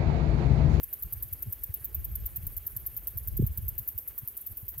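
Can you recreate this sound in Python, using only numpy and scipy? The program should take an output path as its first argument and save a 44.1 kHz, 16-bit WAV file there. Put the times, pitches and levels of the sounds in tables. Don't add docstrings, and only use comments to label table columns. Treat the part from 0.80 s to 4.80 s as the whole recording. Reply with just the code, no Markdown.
import sys
import numpy as np
from scipy import signal
from scipy.fft import rfft, irfft, next_fast_len
from scipy.io import wavfile
from scipy.ndimage import uniform_filter1d

SR = 44100
rng = np.random.default_rng(int(sys.argv[2]) if len(sys.argv) > 2 else 0)


def persist_wave(psi):
    counts = np.round(np.clip(psi, -1, 1) * 32767).astype(np.int16)
    wavfile.write(sys.argv[1], SR, np.atleast_2d(counts).T)


N = 176400
TIME = np.arange(N) / SR

# start in seconds, length in seconds, number of teeth,
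# relative level in dB, last tooth against the others in dB, extra snap in dB.
WING_STROKES = [(0.0321, 0.0125, 8, -31.4, -6, -1.2), (0.129, 0.0125, 7, -31.8, 0, 0.4),
                (0.2242, 0.0118, 7, -31.3, 0, -1.3), (0.3249, 0.0148, 8, -31.3, -7, 0.3),
                (0.4246, 0.0126, 8, -31.4, -7, 0.1), (0.5271, 0.011, 5, -31.6, -1, 0.5),
                (0.624, 0.0113, 7, -32.8, -5, 2.4), (0.7253, 0.0101, 6, -31.9, -7, -0.4),
                (0.8362, 0.0093, 5, -32.2, -5, -0.0), (0.941, 0.0097, 5, -30.8, -7, -3.0),
                (1.0451, 0.0143, 5, -30.7, -9, -1.8), (1.1457, 0.0101, 7, -30.9, -5, -2.8),
                (1.2449, 0.0089, 6, -33.2, 0, -0.2), (1.3541, 0.0095, 6, -32.7, -8, -0.6),
                (1.4577, 0.0133, 6, -31.7, -4, -0.9), (1.56, 0.0154, 8, -31.4, -6, -0.5),
                (1.6679, 0.0086, 5, -32.6, -3, 2.4), (1.7673, 0.0152, 6, -32.0, -1, -0.0),
                (1.8665, 0.0119, 6, -31.9, 1, -5.9), (1.9648, 0.0112, 7, -32.7, -8, 3.9),
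                (2.0637, 0.0126, 7, -31.0, -3, -1.9), (2.1662, 0.0165, 6, -33.2, -9, 0.2),
                (2.2722, 0.0136, 6, -30.4, -6, 1.1), (2.3743, 0.0118, 5, -32.1, 0, -3.0),
                (2.4751, 0.0108, 5, -32.8, 1, 0.6), (2.5682, 0.0113, 6, -32.9, 0, 0.9),
                (2.6658, 0.0098, 6, -33.5, 2, 1.5), (2.7746, 0.0096, 5, -32.1, -6, 2.6),
                (2.8823, 0.0147, 7, -30.9, -6, -3.0), (2.9806, 0.0148, 7, -30.8, -2, -0.2),
                (3.0763, 0.0162, 8, -30.7, -7, -3.4), (3.1785, 0.0128, 7, -32.9, -6, 4.3),
                (3.2775, 0.0116, 6, -34.4, -6, 0.6), (3.3792, 0.0115, 5, -33.3, -2, -2.1),
                (3.4762, 0.0099, 5, -33.4, -6, -0.1), (3.5682, 0.0126, 6, -35.0, -6, 4.1),
                (3.664, 0.0116, 7, -35.5, 0, 1.9), (3.7704, 0.0119, 6, -36.3, -7, 1.7),
                (3.8817, 0.0126, 7, -35.1, -8, 1.9), (3.979, 0.0122, 7, -36.8, -7, 0.9)]
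# time in seconds, pitch in Hz.
RING_PITCH = [(0, 12800), (.45, 12800), (.95, 14200), (1.08, 14600), (1.3, 13500), (1.9, 12950),
              (3.2, 13600), (3.47, 13500), (3.8, 13900)]
# frequency in Hz, boost or cut in dB.
RING_TONE = [(4000, -39), (8000, -24.5), (10000, -13), (11000, -7), (12000, -1), (13000, -0.5),
             (15400, 0.5), (16000, -4), (16700, -20)]
SNAP_TONE = [(1500, -23), (4000, -24.5), (6000, -23.5), (8300, -18), (10000, -12.5), (12000, -42)]
ECHO_TONE = [(8000, 10.5), (15600, -3), (16100, 1)]
# middle in seconds, level against the hiss in dB.
DISTANT_STROKES = [(.005, 6), (.093, 0), (.195, 2), (.385, -6), (.485, 4.5), (1.405, -2), (1.63, 4),
                   (1.72, 2), (2.005, 1), (2.53, 0), (2.625, 6), (2.725, 6), (2.825, 5), (3.52, 6),
                   (3.616, 11), (3.721, 9.5), (3.824, 7.5), (3.94, 0)]
# middle in seconds, relative level in dB,
# pitch at the middle in Hz, half the length in seconds.
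WIND_THUDS = [(0.259, -33.5, 61.5, .04), (0.343, -40, 109.4, 0.035), (0.376, -34, 72.6, 0.024),
              (0.531, -35, 87.5, .028), (0.685, -30.5, 105, 0.043), (0.904, -32, 88, 0.025),
              (1.152, -39, 98, 0.024), (1.19, -27, 64.6, .05), (1.288, -31.5, 56.6, 0.039),
              (1.333, -35.5, 61, .04), (1.392, -33, 71.4, .027), (1.426, -34, 84, 0.019),
              (1.452, -33, 53.7, 0.035), (1.59, -37, 100, .028), (1.638, -33.5, 81, 0.031),
              (1.67, -35.5, 95, 0.017), (1.77, -35.5, 57.4, 0.029), (1.97, -38, 111, .028),
              (2.366, -32, 92, .022), (2.434, -39, 56, 0.037), (2.493, -29, 85, .03),
              (2.528, -31, 60, 0.028), (2.566, -29.5, 64.6, 0.031), (2.596, -22, 317, 0.00693),
              (2.6, -19, 159.7, 0.0133), (2.613, -20.5, 96, .025), (2.626, -31, 383, .008),
              (2.637, -17.5, 122, .028), (2.711, -28, 73, 0.0344), (2.787, -30.5, 88.8, 0.021),
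              (2.838, -30.5, 90.8, 0.035), (2.886, -38, 100.7, .03), (2.926, -40, 100.6, 0.026),
              (3.01, -37.5, 108, .035), (3.162, -35.5, 74.8, 0.027), (3.436, -39, 114, .028),
              (3.719, -38, 82.6, .035), (3.841, -38.5, 97.4, .028), (3.984, -42.5, 123.3, .03)]
# middle in seconds, level in dB, rough length in seconds.
SOFT_RUSTLES = [(3.306, -61, 0.032), (3.383, -64, 0.014), (3.947, -61, 0.041)]
# frequency in Hz, boost or cut in dB.
HISS_TONE = [(4000, -52), (7400, -24), (8700, -11), (9400, -12), (10500, -16.5), (11200, 2.5), (13500, 1.5),
             (15600, -0.5), (16100, -46)]
WIND_TONE = [(15, -26), (30, -11.5), (55, 4.5), (85, -2.5), (130, -11.5), (200, -27), (350, -35.5),
             (700, -43.5), (2000, -103)]
AIR_TONE = [(30, 5.5), (150, 11.5), (400, 11.5), (700, 5), (1200, 3), (1800, 2), (2800, 0), (4000, -5),
            (5800, -7.5), (7600, -6.5), (12000, -19.5)]
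RUSTLE_TONE = [(300, -24), (700, -7), (1600, -3.5), (2400, -11), (5000, -17)]
# time in seconds, relative level in dB.
ECHO_LEVEL = [(0, -31), (.35, -16), (.6, -33), (1.45, -27), (1.9, -17), (2.25, -12), (2.7, -30), (3.05, -8),
              (3.5, -9), (4, -0.5)]
WIND_LEVEL = [(0, -48), (.2, -55.5), (.44, -44), (.6, -52.5), (.8, -51.5), (1.1, -48), (1.3, -37),
              (1.45, -42.5), (1.51, -49.5), (1.66, -40), (1.87, -49.5), (2.12, -47.5), (2.42, -45),
              (2.62, -32), (2.75, -42.5), (2.87, -39), (3.1, -55), (3.6, -61), (4, -48)]
BACKGROUND_LEVEL = [(0, 0), (1.5, 0.5), (3, -0.5), (4, -3)]
# frequency in Hz, likeness from 0 (unrelated) to 1 (the same).
TICK_LIKENESS = [(3000, 0.99), (7500, 0.57), (11000, 0.94), (13000, 0.76), (16000, 0.95)]
HISS_LIKENESS = [(7500, 1), (8600, 0.52), (9700, 1), (11500, 1), (13500, 0.92), (15500, 0.54)]
THUD_LIKENESS = [(50, 0.67), (120, 0.74), (250, 0.99)]
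AIR_LIKENESS = [(100, 0.18), (400, 0.58), (900, 0.13), (1700, 1), (7500, 1)]
# frequency in Hz, lead in radians.
LEFT_LEAD = [(7500, 0), (8400, 1.05), (9150, -3.0), (10400, -4), (12000, -5.0), (13500, -6), (16000, -8.5)]


def insect():
    grass_db, grass_fade_s, valley_fade_s = -8, 0.053, 0.23
    near, snap, far = np.zeros((3, 2, N))
    for start, length, teeth, db, last_db, snap_db in WING_STROKES:
        pitch_hz = np.interp(start, *np.transpose(RING_PITCH))
        clicks = wing_stroke(length, teeth, db, last_db, pitch_hz)
        for sound in clicks, amp(grass_db) * scatter(clicks[0], grass_fade_s):
            add(near, start, sound)
            add(snap, start, amp(snap_db) * sound)
        add(far, start, scatter(clicks[0], valley_fade_s))
    echo = level(ECHO_LEVEL) * colour(far, ECHO_TONE)
    ticks = colour(near + echo, RING_TONE) + colour(snap, SNAP_TONE)
    return stereo(*ticks, TICK_LIKENESS)


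def wing_stroke(length, teeth, db, last_db, pitch_hz):
    slowing, unevenness = 0.4, 0.12
    press_db, force_spread_db, boost_db = 2.5, 1.6, 30
    pitch_spread_hz, ring_s = 740, 0.00015
    jitter, force, detune, right_shift = rng.standard_normal((4, 24))[:, :round(teeth)]
    progress = np.linspace(0, 1, round(teeth))
    gaps = np.exp(slowing * progress ** 2 + unevenness * jitter)[1:]
    starts = length * np.append(0, np.cumsum(gaps)) / gaps.sum()
    pressed = amp(press_db * np.sqrt(progress) + force_spread_db * force)[:-1]
    sizes = np.append(pressed, pressed.mean() * amp(last_db))
    pitches = pitch_hz + pitch_spread_hz * detune
    t = TIME[:SR // 500]
    clicks = np.zeros((2, SR // 40))
    for start, size, hz, shift in zip(starts, sizes, pitches, np.pi * right_shift):
        wave = np.sin(2 * np.pi * hz * t + np.array([[0], [shift]]))
        add(clicks, start, size * np.exp(-t / ring_s) * wave)
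    return amp(db + boost_db) * clicks / np.linalg.norm(clicks[0])


def scatter(sound, fade_s):
    t = TIME[:SR // 4]
    tail = rng.standard_normal((2, len(t))) * np.exp(-np.log(1000) * t / fade_s)
    tail /= np.linalg.norm(tail, axis=1, keepdims=True)
    return signal.fftconvolve(sound[None], tail, axes=1)


def far_insects():
    hiss_db, flutter_db, stroke_s = -50, 0.83, 0.021
    pulses = sum(amp(db) * bump(middle, stroke_s) for middle, db in DISTANT_STROKES)
    swell = np.hypot(1, pulses) * amp(hiss_db + flutter_db * drift(2, 39))
    return swell * shimmer(HISS_TONE, HISS_LIKENESS, patchy_db=2.5, grain_db=1.4)


def wind_rumble(lumpy_db=1.5, likeness=0.6):
    noise = colour(rng.standard_normal((2, N)), WIND_TONE)
    rumble = stereo(*noise, [(1, likeness)]) * amp(lumpy_db * drift(4, 25))
    return level(WIND_LEVEL) * unit(rumble)


def wind_thuds(sink=0.71, roughness=0.22, trim_db=-0.5, top_hz=560):
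    thuds = np.zeros((2, N))
    quarter_turn = np.array([[0], [0.25]])
    for middle, db, hz, half_s in WIND_THUDS:
        position = np.arange(-half_s, half_s, 1 / SR) / half_s
        pitch = hz * 2 ** (-sink * np.tanh(position))
        turns = np.cumsum(pitch) / SR + rng.random() + quarter_turn
        swell = amp(db + trim_db) * np.cos(np.pi * position / 2) ** 4
        add(thuds, middle - half_s, swell * np.sin(2 * np.pi * turns))
    rough = thuds * (1 + roughness * drift(38, 110))
    muffled = filtered(rough, lambda hz: 1 / np.sqrt(1 + (hz / top_hz) ** 20))
    return stereo(*muffled, THUD_LIKENESS)


def valley_air(air_db=-62):
    return amp(air_db) * shimmer(AIR_TONE, AIR_LIKENESS, patchy_db=1.5, grain_db=0.9)


def rustles():
    swells = sum(amp(db) * bump(middle, length) for middle, db, length in SOFT_RUSTLES)
    return swells * unit(colour(rng.standard_normal(N), RUSTLE_TONE))


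def shimmer(tone, likeness, patchy_db, grain_db):
    spectrum = signal.stft(rng.standard_normal((2, N)), nperseg=256)[2]
    patches = uniform_filter1d(rng.standard_normal(spectrum.shape[1:]), size=8, axis=0)
    patches = unit(uniform_filter1d(patches, size=7, axis=1))
    noise = signal.istft(spectrum * amp(patchy_db * patches), nperseg=256)[1][:, :N]
    grainy = noise * amp(grain_db * drift(74, 1000))
    return unit(stereo(*colour(grainy, tone), likeness))


def amp(db):
    return 10 ** (np.asarray(db) / 20)


def unit(x):
    return x / np.sqrt(np.mean(x ** 2) + 1e-20)


def read(table, hz):
    row_hz, values = np.transpose(table)
    return np.interp(np.log(hz + 1), np.log(row_hz + 1), values)


def level(table):
    return amp(np.interp(TIME, *np.transpose(table)))


def bump(middle, length):
    return np.exp(-(2 * (TIME - middle) / length) ** 2)


def drift(low_hz, high_hz):
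    return unit(filtered(rng.standard_normal(N), lambda hz: (hz > low_hz) & (hz < high_hz)))


def add(mix, start_s, sound):
    part = mix[..., max(round(start_s * SR), 0):][..., :sound.shape[-1]]
    part += sound[..., :part.shape[-1]]


def filtered(x, response):
    size = next_fast_len(N + SR // 10)
    return irfft(rfft(x, size) * response(np.fft.rfftfreq(size, 1 / SR)), size)[..., :N]


def colour(x, tone):
    return filtered(x, lambda hz: amp(read(tone, hz)))


def stereo(a, b, likeness):
    shared = filtered(a, lambda hz: np.sqrt((1 + np.clip(read(likeness, hz), 0, 1)) / 2))
    side = filtered(b, lambda hz: np.sqrt((1 - np.clip(read(likeness, hz), 0, 1)) / 2))
    return np.array([shared + side, shared - side])


def scene():
    ticks = insect()
    background = level(BACKGROUND_LEVEL) * (far_insects() + valley_air())
    return ticks + wind_rumble() + wind_thuds() + background + rustles()


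def record(dry, low_cut_hz=22, top_hz=16700):
    half_each_way = np.array([[0.5], [-0.5]])
    sound = filtered(dry, lambda hz: np.exp(1j * half_each_way * read(LEFT_LEAD, hz)))
    sound = filtered(sound, lambda hz: hz ** 2 / np.hypot(hz ** 2, low_cut_hz ** 2))
    high_cut = signal.firwin(511, top_hz, window=("kaiser", 9), fs=SR)
    return signal.oaconvolve(sound, high_cut[None], "same")


dry = scene()
out = record(dry)
persist_wave(out)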